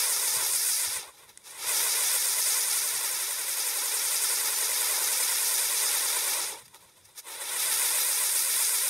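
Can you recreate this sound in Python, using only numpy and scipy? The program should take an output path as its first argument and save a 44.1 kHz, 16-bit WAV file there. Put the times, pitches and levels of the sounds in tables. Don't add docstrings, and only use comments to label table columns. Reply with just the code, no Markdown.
import sys
import numpy as np
from scipy import signal
from scipy.fft import rfft, irfft, next_fast_len
from scipy.io import wavfile
from scipy.ndimage import uniform_filter1d, map_coordinates

SR = 44100
rng = np.random.default_rng(int(sys.argv[2]) if len(sys.argv) > 2 else 0)


def gain_from_db(level_db):
    decades = np.asarray(level_db, float) / 20
    return 10 ** decades


def master(y):
    cut = np.clip(np.atleast_2d(y).T, -1, 1)
    pcm = np.round(cut * 32767)
    wavfile.write(sys.argv[1], SR, pcm.astype(np.int16))


N = 392049


def shape(x, *tables):
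    size = 2048
    log_hz = np.log(np.fft.rfftfreq(size, 1 / SR) + 1)
    gain_db = sum(np.interp(log_hz, np.log(hz), db) for hz, db in map(np.transpose, tables))
    cepstrum = irfft(gain_db * np.log(10) / 20)
    cepstrum[1:size // 2] *= 2
    cepstrum[size // 2 + 1:] = 0
    response = irfft(np.exp(rfft(cepstrum)))[:size // 2]
    return signal.oaconvolve(x, response)[:len(x)]


def unit(x):
    return x / np.sqrt(np.mean(x ** 2))


def curve(rows):
    s, *columns = np.transpose(rows)
    return [np.interp(np.arange(N) / SR, s, column) for column in columns]


def walk(rate):
    hold = int(SR / rate)
    steps = np.repeat(rng.standard_normal(N // hold + 1), hold)
    return unit(uniform_filter1d(uniform_filter1d(steps, hold), hold)[:N])


def late(x, lag):
    return map_coordinates(x, [np.arange(len(x)) - lag], order=3)


def bumps(s, db, half_s):
    t = np.arange(N) / SR
    power = np.zeros(N)
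    for at, peak_db, half in zip(s, db, half_s):
        near = slice(max(int((at - 4 * half) * SR), 0), int((at + 4 * half) * SR))
        power[near] += gain_from_db(2 * peak_db) * np.exp(-2 * ((t[near] - at) / half) ** 2)
    return power


# time in seconds, angle in turns (whole numbers with the nozzle on top).
WHEEL_TURNS = [(0.0, -0.05), (0.404, 2.63), (1.212, 8.36), (1.818, 12.27), (2.223, 15.1), (2.425, 16.98),
               (2.627, 19.04), (3.233, 25.79), (3.839, 32.41), (4.243, 36.71), (4.647, 40.92),
               (5.253, 47.0), (6.061, 54.73), (6.668, 60.13), (6.87, 61.71), (7.88, 68.98), (8.284, 72.07),
               (8.89, 76.89)]


def wheel_angle():
    return 2 * np.pi * curve(WHEEL_TURNS)[0]


def ground_lag(angle):
    mean_ms, swing_ms = 2.065, .16
    return (mean_ms + swing_ms * np.cos(angle)) * SR / 1000


def ground(x, lag):
    grass = [(300, -2.5), (1000, -1.5), (1600, -3), (2500, -5), (5500, -10), (8000, -16), (12000, -28)]
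    return x + late(shape(x, grass), lag)


def hub(gas, angle):
    once = .026 * np.cos(angle - 3.46)
    twice = .009 * np.cos(2 * angle - 1.95)
    lag = (.143 + once + twice) * SR / 1000
    blur = signal.windows.gaussian(11, 1.38)
    return gas - .72 * late(np.convolve(gas, blur / blur.sum(), "same"), lag)


# lights in seconds, takes hold in seconds, level then in dB re full,
# full in seconds, cuts out in seconds.
STAGES = [
    (-.5, -.4, -15, -.3, .965),
    (1.425, 1.565, -17, 1.69, 6.49),
    (7.235, 7.46, -9.5, 7.61, 9.5),
]
# time in seconds, hiss in dB, fullness in dB.
THRUST = [(0, -27.5, -4.5), (.32, -28.5, -3), (.42, -28.5, 0), (.55, -28, -10.5), (.8, -28, -11),
          (1.75, -28.5, -2.5), (1.95, -28.5, -1), (2.29, -27.5, -6.5), (2.85, -29.5, -3.5),
          (3.45, -33.5, -0.5), (3.68, -30.5, -4), (3.9, -31, -1.5), (4.3, -29, -4), (5.0, -29, -0.5),
          (5.35, -28, -5.5), (6.0, -29, -1.5), (7.9, -27.5, -4), (8.3, -27, -8)]
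# time in seconds, hiss in dB, half length in
# milliseconds, fullness in dB.
SPURTS = [(1.04, -56, 28, 23), (1.088, -55, 19, 18), (1.15, -61, 15, 13), (1.191, -55.5, 24, 9),
          (1.228, -57, 33, 14), (1.297, -55, 21, 11.5), (1.511, -46, 9.2, -39), (6.36, -42.5, 120, 12.5),
          (6.543, -55.5, 33, 27), (6.59, -49, 17, 5), (6.62, -58, 12, 11), (6.659, -52.5, 10, 0),
          (6.683, -58, 6, 6), (6.755, -53.5, 20, 14), (6.828, -58.5, 40, 10.5), (6.894, -64, 17, 18),
          (6.975, -60, 18, 9), (7.056, -55, 10, -9), (7.09, -62, 24, 11), (7.189, -40, 17, -4),
          (7.315, -42, 58, 7), (7.42, -38.5, 19, 3), (7.166, -53, 14, 3)]
PER_FULLNESS = (.9, .4, .05)


def burn():
    ember_db = -35.5
    rows = []
    for lights, hold, hold_db, full, cut in STAGES:
        rows += [(lights, ember_db), (lights + .04, -18.5), (hold, hold_db), (full, 0)]
        rows += [(cut - .19, 0), (cut, -5.5), (cut + .11, -25.5), (cut + .11 + .09, ember_db)]
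    stage_db = curve(rows)[0]
    thrust_db, fullness_db = curve(THRUST)
    weak = 1 - np.exp(stage_db / 5)
    s, spurt_db, half_ms, spurt_full_db = np.transpose(SPURTS)

    def gain(steady_db, extra_db):
        steady = gain_from_db(2 * (thrust_db + stage_db + steady_db))
        return np.sqrt(steady + bumps(s, spurt_db + extra_db, half_ms / 1000))

    layer_db = (-12.5, -7, -4.5)
    weak_gain_db = (2.5, 2, -4)
    roar, rush, fizz = (
        gain(db + per * fullness_db * (1 - weak) + weak_db * weak, db + per * spurt_full_db)
        for db, per, weak_db in zip(layer_db, PER_FULLNESS, weak_gain_db))
    first_charge = np.arange(N) < STAGES[1][0] * SR
    rush = rush * gain_from_db(-3.5 * first_charge * (0.5 - weak))
    return roar, rush, gain(0, 0), fizz


BAND_EDGES_HZ = (1250, 4300, 11000)


def split_bands(x):
    size = next_fast_len(N)
    spectrum = rfft(x, size)
    octave = np.log2(np.fft.rfftfreq(size, 1 / SR) + 1)
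    above = [np.clip(.5 + (octave - np.log2(edge)) / .3, 0, 1) for edge in BAND_EDGES_HZ]
    return [unit(irfft(spectrum * (low - high), size)[:N]) for low, high in zip([1] + above, above + [0])]


# frequency in Hz, level in dB.
JET_COLOUR = [(200, -40), (270, -16.5), (420, -12), (1000, -6), (1500, -7.5), (2200, -4), (5000, -7),
              (15500, -5.5)]
# frequency in Hz, gain in dB.
HUB_BALANCE = [(200, 11.5), (420, 8.5), (1000, 2.5), (2200, -1), (3600, -9), (5000, 0.5), (7200, 1.5), (10000, 0)]
# frequency in Hz, gain in dB.
CAMERA_BODY = [(2400, -4.5), (3050, -6.5), (3500, 4.5), (3900, 4), (4300, -6.5), (4650, -1), (6800, 1),
               (7550, -5), (8500, 3), (10100, 2.5), (10600, 0.5), (13200, 1), (14500, -8.5), (15400, -5)]
# frequency in Hz, gain in dB.
LAST_CHARGE = [(6800, -2.5), (8000, -0.2)]
# time in seconds, depth in dB.
THROB = [(0, 0.5), (2.3, 0.1), (3, 0.7), (3.8, 1.2), (4.4, 0.5), (4.9, 0.1), (8.89, 0)]


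def jet(angle, lag):
    chance, size = rng.random((N, 2)).T
    sparks = (chance < 1500 / SR) * (2 * size - 1) ** 3
    turbulence = gain_from_db(0.5 * walk(45) + 0.78 * walk(350)) * rng.standard_normal(N)
    gas = hub(turbulence + gain_from_db(-11.5) * unit(sparks), angle)
    heard = ground(shape(gas, HUB_BALANCE, JET_COLOUR, CAMERA_BODY), lag)
    roar, rush, hiss, fizz = split_bands(heard)
    before_last = np.arange(N) < STAGES[-1][0] * SR
    hiss = np.where(before_last, hiss, shape(hiss, LAST_CHARGE))
    roar_gain, rush_gain, hiss_gain, fizz_gain = burn()
    roar = roar * roar_gain * gain_from_db(0.47 * walk(14) + 0.33 * np.cos(angle - 2.7))
    rush = rush * rush_gain * gain_from_db(0.42 * walk(19) + 0.47 * np.cos(angle - .7))
    hiss = hiss * hiss_gain * gain_from_db(.5 * walk(14))
    fizz = fizz * fizz_gain * gain_from_db(0.6 * walk(22))
    throb = gain_from_db(curve(THROB)[0] * np.cos(angle - 4.3))
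    return roar + rush + throb * (hiss + fizz)


def scatter(wheel):
    level = np.sqrt(uniform_filter1d(wheel ** 2, size=4000))
    colour = [(200, -51.0), (350, 1.0), (800, -4.0), (1500, -40.0),
              (3500, 2.0), (4600, -2.0), (7000, -15.5), (10000, -45.)]
    return gain_from_db(-36.5) * level * unit(shape(rng.standard_normal(N), colour))


# frequency in Hz, level in dB per Hz.
BREEZE_COLOUR = [(12, -46), (20, -5), (54, -0.5), (112, 3), (193, -1.5), (240, -3.5), (310, -29),
                 (530, -120)]
# time in seconds, peak in dB, half length in seconds.
GUSTS = [(0, -56, .03), (.2, -69, .15), (.38, -62, 0.062), (.57, -67, .05), (0.896, -60.5, .03),
         (0.983, -63, .025), (1.09, -69, .03), (1.28, -76, .08), (1.51, -75, .03), (1.67, -62, .04),
         (1.95, -70, 0.36), (2.7, -71, 0.21), (2.96, -65, .04), (3.15, -69, .05), (4.18, -76, .05),
         (4.4, -70, .05), (4.53, -71, .04), (4.69, -66, .04), (5.0, -71, .18), (5.62, -71, .04),
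         (6.15, -68, 0.17), (6.47, -67, 0.16), (6.66, -71, .07), (6.86, -70, .06), (7.7, -71, 0.19),
         (8.2, -75, 0.51), (8.567, -64.5, .035), (8.69, -71, .03), (8.82, -66.5, 0.026)]
# start in seconds, peak in dB, frequency in Hz.
PUFFS = [
    (0.364, -46, 137),
    (0.424, -52, 121),
    (0.874, -48, 94.2),
    (0.959, -51, 83.4),
    (1.649, -56, 113),
]


def breeze():
    colour = BREEZE_COLOUR + [(400, -68)]
    mid, side = (unit(shape(rng.standard_normal(N), colour)) * gain_from_db(1.0 * walk(32)) for _ in range(2))
    calm_power = gain_from_db(2 * (-74.5 - 2.5 * walk(8)))
    gust = np.sqrt(calm_power + bumps(*np.transpose(GUSTS)))
    mid = mid * gust
    t = np.arange(3000) / SR
    for s, db, hz in PUFFS:
        swell = t / .008 * np.exp(1 - t / 0.006)
        mid[int(s * SR):][:3000] += gain_from_db(db + 0.5) * np.sin(2 * np.pi * hz * t) * swell
    return mid, side * gust * gain_from_db(-8)


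# frequency in Hz, level in dB.
NIGHT_COLOUR = [(200, -40), (300, -4.5), (1000, -13), (4500, -19), (6000, -19.5), (15500, -23)]


def night():
    mid, side = (unit(shape(rng.standard_normal(N), NIGHT_COLOUR)) for _ in range(2))
    return gain_from_db(-63) * shape(mid, CAMERA_BODY), gain_from_db(-65.0) * shape(side, [(5000, -7.0), (10000, -23.0)])


# start in seconds, peak in dB, crackle in milliseconds.
SNAPS = [
    (1.3743, -28, 1.7),
    (6.7458, -27.5, .05),
    (6.681, -42, .5),
    (7.056, -47, 1.),
    (7.1858, -33, .3),
]
# frequency in Hz, gain in dB.
EMBER_RING = [(1000, 0), (2300, 7), (3500, -8), (4600, -2), (6000, 5), (9200, 10), (11000, -2),
              (13000, -19)]


def snaps(lag):
    out = np.zeros(N)
    t = np.arange(600) / SR
    step = .3 * np.exp(-t / 4e-4) - np.exp(-t / 4e-5)
    for (s, db, ms), noise in zip(SNAPS, rng.standard_normal((len(SNAPS), 600))):
        start = int(s * SR)
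        crackle = noise * np.exp(-(t * 1000 / ms) ** 2) + .25 * noise * np.exp(-t * 500 / ms)
        snap = shape(step + .6 * ms * shape(crackle, EMBER_RING), JET_COLOUR, CAMERA_BODY)
        out[start:][:600] += gain_from_db(db) * ground(snap / np.abs(snap).max(), lag[start])
    return out


# middle in seconds, centre frequency in Hz, level in dB.
WIDE_FLECKS = [(2.075, 7600, -43), (2.075, 11300, -40), (2.075, 13700, -46), (2.725, 9650, -40),
               (2.725, 13700, -49), (3.143, 6250, -47), (3.143, 8300, -43), (3.329, 10750, -43),
               (3.492, 8250, -39), (4.56, 6300, -40), (4.815, 10700, -39), (4.908, 8300, -39),
               (4.908, 11700, -43), (5.233, 5500, -41), (5.233, 8300, -40), (5.883, 5150, -41),
               (5.883, 7950, -42), (5.953, 7900, -41), (8.02, 4650, -43), (8.646, 7600, -43)]


def wide_flecks():
    out = np.zeros(N)
    hz = np.fft.rfftfreq(2048, 1 / SR)
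    for (s, centre, db), noise in zip(WIDE_FLECKS, rng.standard_normal((len(WIDE_FLECKS), 2048))):
        band = unit(irfft(rfft(noise) * (np.abs(hz - centre) < 900)))
        out[int(s * SR) - 1024:][:2048] += gain_from_db(db + 5) * band * np.hanning(2048) ** 2
    return np.array([out, -out])


def scene():
    angle = wheel_angle()
    lag = ground_lag(angle)
    wheel = jet(angle, lag) + snaps(lag)
    wind_mid, wind_side = breeze()
    night_mid, night_side = night()
    mid = wheel + wind_mid + night_mid
    side = scatter(wheel) + wind_side + night_side
    return np.array([mid + side, mid - side])


def band_limit(x):
    return signal.sosfilt(signal.butter(12, 15850, fs=SR, output="sos"), x)


def record(dry):
    rounded = np.tanh(1.502 * dry) / 1.503 + wide_flecks()
    low_pass = signal.ellip(12, .2, 80, 15680, fs=SR, output="sos")
    return band_limit(signal.sosfilt(low_pass, rounded))


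dry = scene()
out = record(dry)
master(out)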